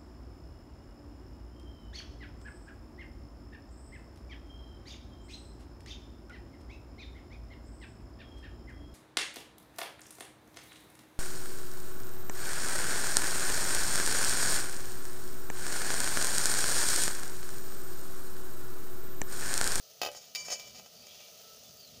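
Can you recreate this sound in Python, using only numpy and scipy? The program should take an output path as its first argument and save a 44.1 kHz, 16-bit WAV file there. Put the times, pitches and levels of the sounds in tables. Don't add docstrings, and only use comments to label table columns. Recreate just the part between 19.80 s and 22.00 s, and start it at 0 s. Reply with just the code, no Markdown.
import sys
import numpy as np
from scipy import signal
from scipy.fft import rfft, irfft
from scipy.io import wavfile
from scipy.ndimage import uniform_filter1d

SR = 44100
rng = np.random.default_rng(int(sys.argv[2]) if len(sys.argv) > 2 else 0)


def to_linear_factor(level_db):
    exponent = np.asarray(level_db, float) / 20
    return 10 ** exponent


def master(y):
    cut = np.clip(np.atleast_2d(y).T, -1, 1)
    pcm = np.round(cut * 32767)
    wavfile.write(sys.argv[1], SR, pcm.astype(np.int16))


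N = 97020


def set_level(x, db):
    return x * to_linear_factor(db) / np.sqrt(np.mean(x ** 2))


def high_pass(x, order, hz):
    return signal.sosfilt(signal.butter(order, hz, "high", fs=SR, output="sos"), x)


def band(x, hz, width_hz):
    b, a = signal.iirpeak(min(float(hz), 0.45 * SR), hz / width_hz / 1.55, fs=SR)
    once = signal.lfilter(b, a, x)
    return signal.lfilter(b, a, once)


def ring(x, modes):
    out = np.zeros(len(x))
    for hz, db, t60 in modes:
        pole = np.exp(2j * np.pi * hz / SR - np.log(1000) / (t60 * SR))
        out += to_linear_factor(db) * signal.lfilter([1], [1, -pole], x).imag
    return out


def colour(x, points):
    hz, db = np.array(points, float).T
    bins_hz = np.fft.rfftfreq(len(x), 1 / SR)
    gain_db = np.interp(np.log(bins_hz + 1), np.log(hz), db)
    return irfft(rfft(x) * to_linear_factor(gain_db), len(x))


def walk(rate_hz):
    hold = int(SR / rate_hz)
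    steps = np.repeat(rng.standard_normal(N // hold + 1), hold)
    wander = uniform_filter1d(uniform_filter1d(steps, hold), hold)[:N]
    return (wander - wander.mean()) / wander.std()


def clicks(per_s, scatter_db):
    chance, side, size = rng.random((3, N))
    happens = chance < per_s / SR
    return set_level(happens * np.sign(side - 0.5) * to_linear_factor(-scatter_db * np.log(size + 0.01)), 0)


def tail(t60, seconds):
    t = np.arange(int(seconds * SR)) / SR
    noise = rng.standard_normal(len(t)) * to_linear_factor(-60 * t / t60)
    return noise / np.sqrt(np.sum(noise ** 2))


# (frequency [Hz], width [Hz], level [dB])
SIMMER_BANDS = [(616, 117, 2.5), (450, 75, -0.5), (1295, 154, -7), (1890, 280, -14.5), (3100, 920, -6.5),
                (4800, 1580, -3), (6070, 750, -3), (9730, 1600, -15), (15000, 840, -4.5),
                (13100, 2700, -15.5)]


def simmer():
    pops = to_linear_factor(-6) * clicks(per_s=700, scatter_db=4.5)
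    swell_db = 1.0 * walk(4.02)
    out = np.zeros(N)
    for hz, width_hz, db in SIMMER_BANDS:
        flicker_db = 0.5 * walk(17.63)
        hiss = rng.standard_normal(N)
        out += to_linear_factor(db + swell_db + flicker_db) * band(hiss + pops, hz, width_hz)
    return set_level(out, -55)


def ticks():
    fade = to_linear_factor(-60 * np.arange(441) / SR / 0.005)
    noise = rng.standard_normal(N)
    envelope = signal.fftconvolve(clicks(per_s=150, scatter_db=3.0), fade)[:N]
    snap = high_pass(noise * envelope, 2, 6000)
    mic_peak = band(snap, 15000.0, 1100.0)
    return set_level(snap + to_linear_factor(5.0) * mic_peak, -68)


# (time [s], level [dB])
BOIL_LEVEL = [
    (0, 0.5),
    (.2, 0),
    (.5, -2),
    (.8, -2),
    (1.1, -0.5),
    (1.3, 0),
    (1.6, 1),
    (1.9, 0),
    (2.2, -1.5),
]


def boil(t):
    return to_linear_factor(np.interp(t, *np.array(BOIL_LEVEL).T)) * (simmer() + ticks())


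# (frequency [Hz], level [dB per Hz])
FLAME_SPECTRUM = [(12, -63), (20, -35.5), (37, -38), (59, -12), (191, -6), (249, -8), (309, -25),
                  (420, -18), (550, -32.5), (920, -120)]


def burner(t):
    noise = rng.standard_normal(N)
    flutter_db, rise_db_per_s = 3.5, 2.5
    swell = to_linear_factor(flutter_db * walk(8.51) + rise_db_per_s * t)
    return set_level(colour(noise, FLAME_SPECTRUM) * swell, -67.5)


# (time [s], level [dB], floor thud [dB], blade ring [dB], rattle length [s])
BLADE_KNOCKS = [(0.206, -47, -13, -28, 0.00326), (0.2162, -18, -1, -34, 0.014),
                (0.2329, -23.5, 4.5, -18, 0.06), (.249, -23, -2, -16, 0.043), (.262, -25, 3.5, -31, 0.034),
                (.2725, -26.5, 0, -38, 0.029), (0.282, -40, 4.5, -30, 0.027),
                (0.288, -37, 10.5, -37, 0.023), (.349, -40.5, 3.5, -36, 0.033),
                (.372, -47.5, 5, -19, 0.0069), (0.5499, -25.5, -42, -3.5, 0.098),
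                (0.5568, -22.5, -44, -13, 0.039), (0.684, -33, 2.5, -11, 0.05),
                (0.703, -29.5, -2, -32, 0.024), (.717, -39.5, 6.5, -11, 0.012),
                (0.725, -30.5, 1, -2.5, 0.028), (0.757, -36.5, -4.5, -35, 0.017),
                (0.797, -31, -11.5, -11, 0.032), (0.9475, -46, -0.5, -3, 0.015),
                (0.997, -42.5, 2.5, -10, 0.012), (1.061, -43.5, 0.5, -12, 0.019),
                (1.269, -40, -8, -4.5, 0.014), (1.406, -48, 0, 3, 0.006)]


def knocks(t):
    grit = rng.standard_normal(N)
    wall, floor, blade = np.zeros((3, N))
    for s, db, thud_db, ring_db, rattle_s in BLADE_KNOCKS:
        i = int(s * SR)
        rattle = to_linear_factor(db - 60 * t[:4410] / rattle_s)
        wall[i:i + 4410] += 0.17 * grit[i:i + 4410] * rattle
        wall[i] += 1.7 * to_linear_factor(db)
        floor[i] += 0.75 * to_linear_factor(db + thud_db)
        blade[i] += 1.04 * to_linear_factor(db + ring_db)
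    return wall, floor, blade


# (time [s], pressure [dB], blade ring [dB])
SCRAPES = [(.214, -93, -30), (0.216, -27, -28), (.29, -44, -15), (.31, -49, -20), (.37, -52.5, 0),
           (.47, -52.5, -1), (.547, -78.5, -9), (0.549, -34.5, 9.5), (0.599, -50, 8.5), (.675, -50.5, 11),
           (0.719, -36.5, 4.5), (.76, -45, 5.5), (.94, -62.5, 1), (.95, -45.5, -6), (0.996, -43, -11),
           (1.01, -64, -1), (1.35, -50, -10), (1.6, -65.5, -1)]


def scrape(t):
    at, pressure_db, ring_db = np.array(SCRAPES).T
    slips = clicks(per_s=3000, scatter_db=2.0)
    unsteady_db = 2.9 * walk(58.5)
    drag = slips * to_linear_factor(np.interp(t, at, pressure_db) - 22.5 + unsteady_db)
    return drag, to_linear_factor(np.interp(t, at, ring_db)) * drag


# (frequency [Hz], gain [dB])
WALL_COLOUR = [(1100, -21.5), (1800, -15.5), (2400, -10.5), (5000, -1.5), (6700, -4.5), (8000, -16.5),
               (13000, -25), (15000, -14)]


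def wall_clank(push):
    return signal.fftconvolve(push, colour(tail(0.0083, 0.1), WALL_COLOUR))[:N]


# (frequency [Hz], level [dB], t60 [s])
FLOOR_MODES = [(415, -12.5, 0.097), (513, -8, 0.21), (580.3, -7.5, 0.41), (694, 7.5, 0.022),
               (741, -4, 0.13), (827, -3, 0.086), (1033, 4.5, 0.012), (1246, -1, 0.047), (1566, -2.5, .04),
               (1940, -1.5, 0.029), (2570, -0.5, 0.074), (2972, -5, 0.1), (2230, -14, 0.09)]


def floor_thud(push):
    return ring(high_pass(push, 3, 400), FLOOR_MODES)


BLADE_PITCHES = [1015, 1240, 2051, 2338, 2977, 4653, 5227, 5490, 5679, 6295, 6508, 6690, 7400, 8700]
# (level [dB], t60 [s])
BLADE_FADES = [(-24.5, 1), (-22.5, 0.65), (-17, 0.15), (-4.5, 0.34), (-23.5, 0.85), (-15.5, 0.46),
               (-10.5, 0.14), (-8.5, .12), (-21, 0.33), (-7.5, 0.12), (-14, 0.13), (-8, 0.17), (-21, 0.17),
               (-21, .12)]


def blade_ring(hit, rub):
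    modes = [(hz, db, t60) for hz, (db, t60) in zip(BLADE_PITCHES, BLADE_FADES)]
    twins = [(hz * 1.011, db + 4, 0.53 * t60) for hz, db, t60 in modes if hz > 2800]
    damping = to_linear_factor(4.0 * walk(38.7))
    low = ring(hit + 0.3 * rub, modes[:4])
    return low + damping * ring(hit + rub, modes[4:] + twins)


def spatula(t):
    wall, floor, blade = knocks(t)
    drag, rub = scrape(t)
    clank = to_linear_factor(14.5) * wall_clank(wall + 3.5 * drag)
    thud = to_linear_factor(-14.5) * floor_thud(floor + to_linear_factor(-11) * drag)
    return clank + thud + to_linear_factor(-10.5) * blade_ring(blade, rub)


# (time [s], level [dB], frequency [Hz], t60 [s])
POT_ROCK = (.262, -56, 98, .2)


def pot_rock(t):
    s, db, hz, t60 = POT_ROCK
    push = np.exp(-((t - s) / 0.0015) ** 2)
    return ring(push * to_linear_factor(db - 40.5), [(hz, 0, t60)])


# (start [s], length [s], level [dB], frequency [Hz], width [Hz])
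SYRUP_RUNS = [
    (1.266, .25, -59, 3300, 1000),
    (2.071, .16, -65, 3600, 1300),
    (.801, .14, -63, 3300, 900),
]


def swish(t):
    grain = clicks(per_s=2800, scatter_db=2.3)
    out = np.zeros(N)
    for s, length, db, hz, width_hz in SYRUP_RUNS:
        u = np.clip((t - s) / length, 0, 1)
        envelope = np.minimum(u * 12, 1) * (1 - u) ** 0.25
        out += envelope * set_level(band(grain, hz, width_hz), db)
    return out


# (start [s], length [s], level [dB], first frequency [Hz], last frequency [Hz])
BIRD_CALLS = [
    (1.131, .16, -62, 4620, 4720),
    (1.571, .24, -70, 1320, 1305),
    (1.811, .09, -65, 3500, 3500),
    (1.951, .11, -58, 4680, 4600),
    (2.006, .095, -60, 4400, 4100),
    (2.041, .1, -71, 1280, 1250),
    (1.301, .05, -63, 5680, 5680),
    (1.271, .1, -63, 3330, 3300),
    (1.371, .08, -66, 2810, 2810),
]


def birds():
    out = np.zeros(N)
    wobble = walk(300.0) + 1j * walk(300.0)
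    for s, length, db, first_hz, last_hz in BIRD_CALLS:
        start = int(s * SR)
        k = np.arange(min(int(length * SR), N - start))
        u = k / (length * SR)
        smear_at = int(s * SR / 2) + (k * (first_hz / 4000) ** 2.2).astype(int)
        smear = 0.5 + wobble[smear_at]
        glide_hz = first_hz + (last_hz - first_hz) * u
        tone = np.exp(2j * np.pi * np.cumsum(glide_hz) / SR)
        out[start + k] += to_linear_factor(db) * np.sqrt(np.sin(np.pi * u)) * (smear * tone).real
    return out


# (time [s], level [dB], frequency [Hz])
BUBBLES = [
    (1.59, -44, 6400),
    (1.7628, -43.5, 9240),
    (1.835, -41, 6170),
    (1.941, -36, 15000),
    (2.004, -39, 14300),
    (2.059, -52, 5930),
    (2.076, -43, 6600),
    (1.971, -45, 6840),
]


def bursts(t):
    out = np.zeros(N)
    for s, db, hz in BUBBLES:
        cycles = np.maximum(t - s, 0) * hz
        rise = 1 + 0.0045 * np.minimum(cycles, 60)
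        out += to_linear_factor(db) * np.sin(2 * np.pi * cycles * rise) * np.exp(-cycles / 6.2)
    return out


def scene():
    t = np.arange(N) / SR
    near = spatula(t) + bursts(t) + birds() + swish(t)
    room = to_linear_factor(-17) * signal.fftconvolve(near, tail(0.3, 0.6))[:N]
    mix = near + room + boil(t) + pot_rock(t)
    mix += burner(t)
    return mix[None]


def band_limit(x):
    return signal.sosfilt(signal.butter(12, 16790, fs=SR, output="sos"), x)


def record(dry):
    top_cut = signal.ellip(12, 0.3, 36, 15500, fs=SR, output="sos")
    mix = signal.sosfilt(top_cut, dry)
    return band_limit(mix)


dry = scene()
out = record(dry)
master(out)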